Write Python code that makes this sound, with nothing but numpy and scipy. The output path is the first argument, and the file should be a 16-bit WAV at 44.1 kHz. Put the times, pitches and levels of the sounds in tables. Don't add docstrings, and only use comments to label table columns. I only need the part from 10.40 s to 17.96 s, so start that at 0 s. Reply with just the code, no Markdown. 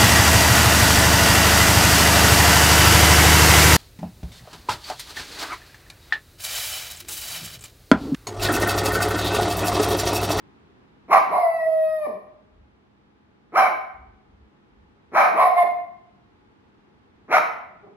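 import sys
import numpy as np
from scipy import signal
from scipy.fft import rfft, irfft, next_fast_len
from scipy.io import wavfile
from scipy.ndimage import uniform_filter1d, minimum_filter1d, map_coordinates

SR = 44100
rng = np.random.default_rng(int(sys.argv[2]) if len(sys.argv) > 2 else 0)


def transcribe(signal):
    frames = np.atleast_2d(signal).T
    limited = np.clip(frames, -1, 1)
    pcm = np.round(limited * 32767).astype(np.int16)
    wavfile.write(sys.argv[1], SR, pcm)


N = 333396
TOP_HZ = 15750

ONSET_HZ, ONSET_DB, LOUDNESS_CURVE = 206.05, -42.5, 1.36
RELEASE_S, GRUMBLE_S = .014, .105
GRUMBLE_SAG_HZ_PER_S, GRUMBLE_FADE_DB_PER_S = 550, 81
SLACK_ROUGH = 0.26

# start_s, attack_s, hold_s, pitch_hz, level_db, roughness (0-1), mouth_opening (0-1), period_doubling (0-1),
# ring_hz, ring_db, room_db, treble_db
BARK_CALLS = [(0.677, .064, .044, 788.4, -7.5, .72, 0.73, .85, 1034, 7, -7, 0.5),
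              (3.117, .068, 0.09, 787.4, -10, .38, 0.86, 0.21, 1279, 5.5, -6, 0),
              (4.713, .068, .088, 785, -11, 0.6, 0.91, 0.2, 1260, 2.5, -3, 0),
              (6.877, .074, .034, 743.3, -10, 0.61, 0.97, 0.44, 970, -1, -6.5, 0.5)]
BARK_SAG_HZ_PER_S, BARK_FADE_DB_PER_S, JAW_CLOSE_PER_S = 650, 87.5, 2.6
TREBLE_HZ = 3500


def barks():
    out = 0
    for (start, attack, hold, pitch_hz, level_db, rough, mouth, doubling,
         ring_hz, ring_db, room_db, treble_db) in BARK_CALLS:
        def held_voice(s):
            sinking_hz = pitch_hz - BARK_SAG_HZ_PER_S * s
            fading_db = level_db - BARK_FADE_DB_PER_S * s
            return sinking_hz, fading_db, rough, mouth - JAW_CLOSE_PER_S * s, doubling

        voice = call(start, attack, hold, held_voice, ring_hz, ring_db, grumble_db=-43, to_hz=347.7)
        beamed = filtered(voice, lambda hz: amp(treble_db * hz ** 4 / (hz ** 4 + TREBLE_HZ ** 4)))
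        out = out + room(beamed, echo_db=room_db)
    return out


# time_s, pitch_hz, level_db
HOWL_NOTE = [(.945, 696.7, -18), (0.998, 723, -15), (1.045, 667.2, -18.5), (1.151, 658.6, -20.5),
             (1.2, 646.3, -22.5), (1.399, 635.9, -22), (1.56, 629.3, -23.5), (1.626, 608.5, -23.5),
             (1.664, 575, -24.5)]
HOWL_ATTACK_S, HOWL_CLEAR_S, HOWL_BREAK_S = .062, 0.042, 0.0052


def howl(rough=.72, pure_rough=0.0027, crack_rough=0.11, doubling=1.0, hoarse_mouth=.22, pure_mouth=0.075):
    times, pitch_hz, level_db = np.transpose(HOWL_NOTE)
    crest, hold = times[0], times[-1] - times[0]

    def held_voice(s):
        hoarse = np.exp(-(s / HOWL_CLEAR_S) ** 2)
        crack = np.exp((s - hold) / HOWL_BREAK_S)
        hz = np.interp(crest + s, times, pitch_hz)
        db = np.interp(crest + s, times, level_db)
        roughness = pure_rough + rough * hoarse + crack_rough * crack
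        return hz, db, roughness, pure_mouth + hoarse_mouth * hoarse, doubling * hoarse

    voice = call(crest - HOWL_ATTACK_S, HOWL_ATTACK_S, hold, held_voice, ring_hz=993, ring_db=9,
                 grumble_db=-36.0, to_hz=234, release_s=.006, slack_rough=0.068)
    return room(voice, echo_db=-4.5)


# start_s, attack_s, hold_s, pitch_hz, level_db, roughness (0-1), mouth_opening (0-1), period_doubling (0-1),
# clearing_s, onset_hz, release_hz
WOO_CALLS = [(4.912, .102, .064, 754.7, -11, 0.46, .5, 1, 0.049, 204.3, 621),
             (5.121, .07, .034, 711, -11, .1, 0.21, 0.8, 0.013, 660, 300.4)]
WOO_SAG_HZ_PER_S = 444


def woos():
    out = 0
    for (start, attack, hold, pitch_hz, level_db, rough, mouth, doubling,
         clear_s, from_hz, to_hz) in WOO_CALLS:
        def held_voice(s):
            hoarse = np.exp(-(s / clear_s) ** 2)
            sinking_hz = pitch_hz - WOO_SAG_HZ_PER_S * s
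            return sinking_hz, level_db, rough * hoarse, mouth * hoarse, doubling * hoarse

        out = out + call(start, attack, hold, held_voice, ring_hz=996, ring_db=5.5,
                         grumble_db=-42.5, to_hz=to_hz, from_hz=from_hz)
    return room(out, echo_db=-6.0)


# start_s, length_s, pitch_hz, level_db, roughness (0-1), mouth_opening (0-1)
WHINE_CALLS = [(7.422, 0.038, 404.6, -43.5, 0.12, .23), (7.456, 0.034, 376, -42.5, 0.66, 0),
               (7.51, 0.049, 430, -55, 0.06, 0)]


def whines(swell_db=14):
    closed_lips = [(500, 2), (900, -7), (1600, -16), (4000, -20)]  # hz, gain_db
    out = 0
    for start, length, pitch_hz, level_db, rough, mouth in WHINE_CALLS:
        t = span(start, start + length)
        arch_db = level_db - swell_db * np.linspace(-1, 1, len(t)) ** 2
        out = out + sound(t, np.full(len(t), pitch_hz), arch_db, rough, mouth, rough / 2,
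                          ring_hz=1000, ring_db=10.5, soft_db=-41)
    return room(resonate(out, lambda hz: along(closed_lips, hz)), echo_db=-2)


def call(start, attack, hold, held_voice, ring_hz, ring_db, grumble_db, to_hz,
         from_hz=ONSET_HZ, release_s=RELEASE_S, slack_rough=SLACK_ROUGH):
    crest = start + attack
    t = span(start, crest + hold + GRUMBLE_S)
    after = np.maximum(t - crest - hold, 0)
    rise = np.sin(np.pi / 2 * np.clip((t - start) / attack, 0, 1)) ** 2
    effort = rise * np.exp(-after / release_s)
    slack = 1 - effort
    held_hz, held_db, held_rough, mouth, doubling = held_voice(np.clip(t - crest, 0, hold))
    slack_hz = np.where(t < crest, from_hz, to_hz - GRUMBLE_SAG_HZ_PER_S * after)
    slack_db = np.where(t < crest, ONSET_DB, grumble_db - GRUMBLE_FADE_DB_PER_S * after)
    pitch = held_hz + slack * (slack_hz - held_hz)
    level_db = held_db + slack ** LOUDNESS_CURVE * (slack_db - held_db)
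    rough = held_rough + slack * (slack_rough - held_rough)
    return sound(t, pitch, level_db, rough, mouth, effort * doubling, ring_hz, ring_db)


# hz, gain_db
CHEST_WALL = [(30, -53.5), (170, 0.5), (430, 3.5), (750, -20.5), (1500, -47.5), (4000, -74.5)]


def sound(t, pitch, level_db, rough, mouth, doubling, ring_hz, ring_db, ring_width=190, soft_db=-36, chest_hz=450):
    rough, mouth, doubling = np.clip(np.broadcast_arrays(rough, mouth, doubling), 0, 1)
    source = folds(pitch, rough, doubling)
    voice = throat(source, mouth)
    strained = resonate(voice, lambda hz: ring_db / (1 + (2 * (hz - ring_hz) / ring_width) ** 2))
    strain = np.clip(2 * rough, 0, 1)
    chest = resonate(source, lambda hz: along(CHEST_WALL, hz))
    chest_share = amp(0.2 * (soft_db - level_db)) / (1 + (pitch / chest_hz) ** 6)
    voice = (1 - strain) * voice + strain * strained + chest_share * chest
    voice /= np.sqrt(np.abs(uniform_filter1d(voice ** 2, SR // 60)) + 1e-12)
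    edges = np.clip(np.minimum(t - t[0], t[-1] - t) / .011, 0, 1)
    return np.pad(voice * amp(level_db) * edges, (round(t[0] * SR), N))[:N]


TREMOR = .0011


def folds(pitch, rough, doubling, jitter=.07, shimmer_db=3, air=.75, flicker_db=4,
          airy_hz=9000, airy_db=-3.5, count=36):
    n = len(pitch)
    pitch = pitch * (1 + jitter * rough * wobble(330, n) + TREMOR * wobble(45, n))
    phase = 2 * np.pi * np.cumsum(pitch) / SR
    pulses = 0
    for k in range(1, count + 1):
        flicker = amp(flicker_db * (1 - 1 / k) * wobble(13, n))
        pulses = pulses + flicker * (k * pitch < TOP_HZ) * np.cos(k * phase)
    pulses = pulses / 5.53
    pulses *= 1 + doubling * np.cos(phase / 2)
    rasp = unit(rng.standard_normal(n) * (1 + .8 * np.cos(phase)))

    def clear(hz):
        return 1 / (1 + (hz / airy_hz) ** 4)

    blur = amp(airy_db) * filtered(rasp, lambda hz: 1 - clear(hz))
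    pulses = filtered(pulses, lambda hz: np.sqrt(clear(hz))) + blur
    share = np.clip(air * rough, 0, 1)
    shimmer = amp(shimmer_db * rough * wobble(260, n))
    return (np.sqrt(1 - share) * pulses + np.sqrt(share) * rasp) * shimmer


# rounded_hz, rounded_db, open_hz, open_db
THROAT_SHAPE = [(29.83, -69.5, 67, -67), (231.2, -26.5, 220, -24), (488, -18.5, 540, -18.5),
                (620, 4.5, 630, -3.5), (820, 3.5, 450, 0), (860, -7, 1130, -7.5), (1086, -1.5, 1290, -2.5),
                (1290, -27.5, 1500, -11.5), (1390, -34, 2050, -12.5), (2017, -14, 2300, -10.5),
                (2600, -35, 2850, -28.5), (3238, -45.5, 3630, -40)]
# hz, rounded_db, open_db
MUZZLE_SHAPE = [(3500, -1.5, -1), (4096, 5, 8.5), (4620, 0.5, -3), (5230, 3.5, 3.5), (5500, -12, 6.5),
                (6460, -15, 0), (8316, -13.5, -27), (9400, 0.5, -7.5), (11400, 11, -4.5),
                (13000, -7.5, -8.5), (15500, -11, -10)]


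def throat(source, mouth, count=5):
    lower, upper = np.array(THROAT_SHAPE), np.array(MUZZLE_SHAPE)
    out = 0
    for opening in np.linspace(0, 1, count):
        formants = (1 - opening) * lower[:, :2] + opening * lower[:, 2:]
        sizzle = (1 - opening) * upper[:, :2] + opening * upper[:, ::2]
        weight = np.clip(1 - np.abs(mouth - opening) * (count - 1), 0, 1)
        out = out + weight * resonate(source, lambda hz: along(formants, hz) + along(sizzle, hz))
    return out


# hz, decay_s
ROOM_DECAY = [(150, 0.39), (700, 0.71), (2200, 0.68), (5000, 0.46), (11000, 0.45), (16000, 0.42)]
# hz, likeness (-1 to 1)
ROOM_LIKENESS = [(100, 1), (350, .8), (700, .05), (1200, -0.0068), (2200, 0.14), (4000, 1), (10000, -.05)]
# hz, level_db (against the dense tail)
STANDING_WAVES = [(467, 9), (673, 3), (703, -2.5), (756, 0.5), (836, -1), (975, 5), (1040, 13), (1154, -1),
                  (1268, 2.5), (1472, -1), (2219, 0), (2259, -2)]


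def room(x, direct_db=-3.5, echo_db=-4.5, lag=0.0001, build_up=0.001):
    hz, t, noise = signal.stft(rng.standard_normal((2, SR)), SR, nperseg=256)
    decay = amp(-60 * t / along(ROOM_DECAY, hz)[:, None])
    tail = signal.istft(noise * decay, SR, nperseg=256)[1]
    t = np.arange(tail.shape[1]) / SR
    tail = spread(tail * (1 - np.exp(-t / build_up)), ROOM_LIKENESS)
    tail /= np.linalg.norm(tail[0])
    for mode_hz, mode_db in STANDING_WAVES:
        rate = np.log(1000) / along(ROOM_DECAY, mode_hz)
        phase = 0.36 * rng.standard_normal((2, 1))
        ringing = np.exp(-rate * t) * np.cos(2 * np.pi * mode_hz * t + phase)
        tail += 2 * rate / SR * amp(mode_db) * ringing
    echo = signal.fftconvolve(x[None], tail, axes=1)[:, :N]
    ports = np.array([[-1], [1]])
    direct = filtered(np.array([x, x]), lambda hz: np.exp(1j * np.pi * hz * lag * ports))
    return amp(direct_db) * direct + amp(echo_db) * echo


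# centre_s, level_db, half_length_s
HAND_BUMPS = [(2.219, -54, 0.0834), (3.592, -50.5, 0.038), (3.709, -52.5, 0.044), (3.938, -56.5, 0.045),
              (4.037, -51.5, 0.029), (4.431, -59.5, 0.062)]
# hz, relative_db
BUMP_SPECTRUM = [(20, -49), (45, 2), (70, 2.5), (110, -10), (200, -37.5), (600, -70), (2000, -120)]


def handling():
    t = np.arange(N) / SR
    swells = sum(amp(db) * np.exp(-((t - s) / half) ** 2 / 2) for s, db, half in HAND_BUMPS)
    rumble = filtered(rng.standard_normal(N), lambda hz: amp(along(BUMP_SPECTRUM, hz)))
    return swells * unit(rumble)


# hz, relative_db
HUSH_SPECTRUM = [(15, -58.5), (28, -25), (50, -5.5), (101, -3), (165, -3.5), (204, -4.5), (250, -2.5),
                 (410, -5), (582, -15), (848, -11.5), (1200, -14), (3630, -27), (8000, -45), (15500, -58.5)]
# hz, likeness (-1 to 1)
HUSH_LIKENESS = [(60, 0.96), (240, 0.25), (950, -0.23), (3770, -0.25), (15000, -0.17)]
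# time_s, level_db
HUSH_COURSE = [(0, -54), (.6, -56), (2.5, -59.5), (4.4, -58), (6.3, -57.5), (7.5, -57.5)]
# hz, level_db (before the waver)
FAN_TONES = [(207, -69), (838, -78)]


def ventilation(waver_db=3):
    t = np.arange(N) / SR
    noise = spread(rng.standard_normal((2, N)), HUSH_LIKENESS)
    air = filtered(noise, lambda hz: amp(along(HUSH_SPECTRUM, hz)))
    out = unit(air) * amp(np.interp(t, *np.transpose(HUSH_COURSE)))
    for hz, db in FAN_TONES:
        tone = unit(np.sin(2 * np.pi * hz * t + wobble(19, N)))
        out = out + amp(db + waver_db * wobble(27.0, N)) * tone
    return out


def amp(db):
    return 10 ** (np.asarray(db) / 20)


def unit(x):
    return x / np.sqrt(np.mean(x ** 2) + 1e-20)


def along(points, hz):
    f, v = np.transpose(points)
    return np.interp(np.log(hz + 1), np.log(f + 1), v)


def span(start, stop):
    return np.arange(round(start * SR), round(stop * SR)) / SR


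def wobble(rate, size):
    knots = rng.standard_normal(int(size * rate / SR) + 4)
    return map_coordinates(knots, [np.arange(size) * rate / SR])


def filtered(x, response):
    n = x.shape[-1]
    m = next_fast_len(n + SR // 10)
    return irfft(rfft(x, m) * response(np.fft.rfftfreq(m, 1 / SR)), m)[..., :n]


def resonate(x, shape_db, size=2048):
    cepstrum = irfft(np.log(amp(shape_db(np.fft.rfftfreq(size, 1 / SR)))))
    cepstrum[1:size // 2] *= 2
    cepstrum[size // 2 + 1:] = 0
    return signal.fftconvolve(x, irfft(np.exp(rfft(cepstrum))))[:len(x)]


def spread(pair, alike):
    def mid_side_gains(hz):
        turn = np.arccos(np.clip(along(alike, hz), -1, 1)) / 2
        return np.array([np.cos(turn), np.sin(turn)])

    mid, side = filtered(pair, mid_side_gains)
    return np.array([mid + side, mid - side])


def scene():
    return barks() + howl() + woos() + whines() + handling() + ventilation()


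def record(dry, ceiling=1.0):
    needed = np.minimum(1, ceiling / (np.abs(dry).max(axis=0) + 1e-9))
    gain = uniform_filter1d(minimum_filter1d(needed, SR // 100), SR // 100)
    return filtered(dry * gain, lambda hz: np.clip((TOP_HZ - hz) / 300 + .5, 0, 1))


dry = scene()
out = record(dry)
transcribe(out)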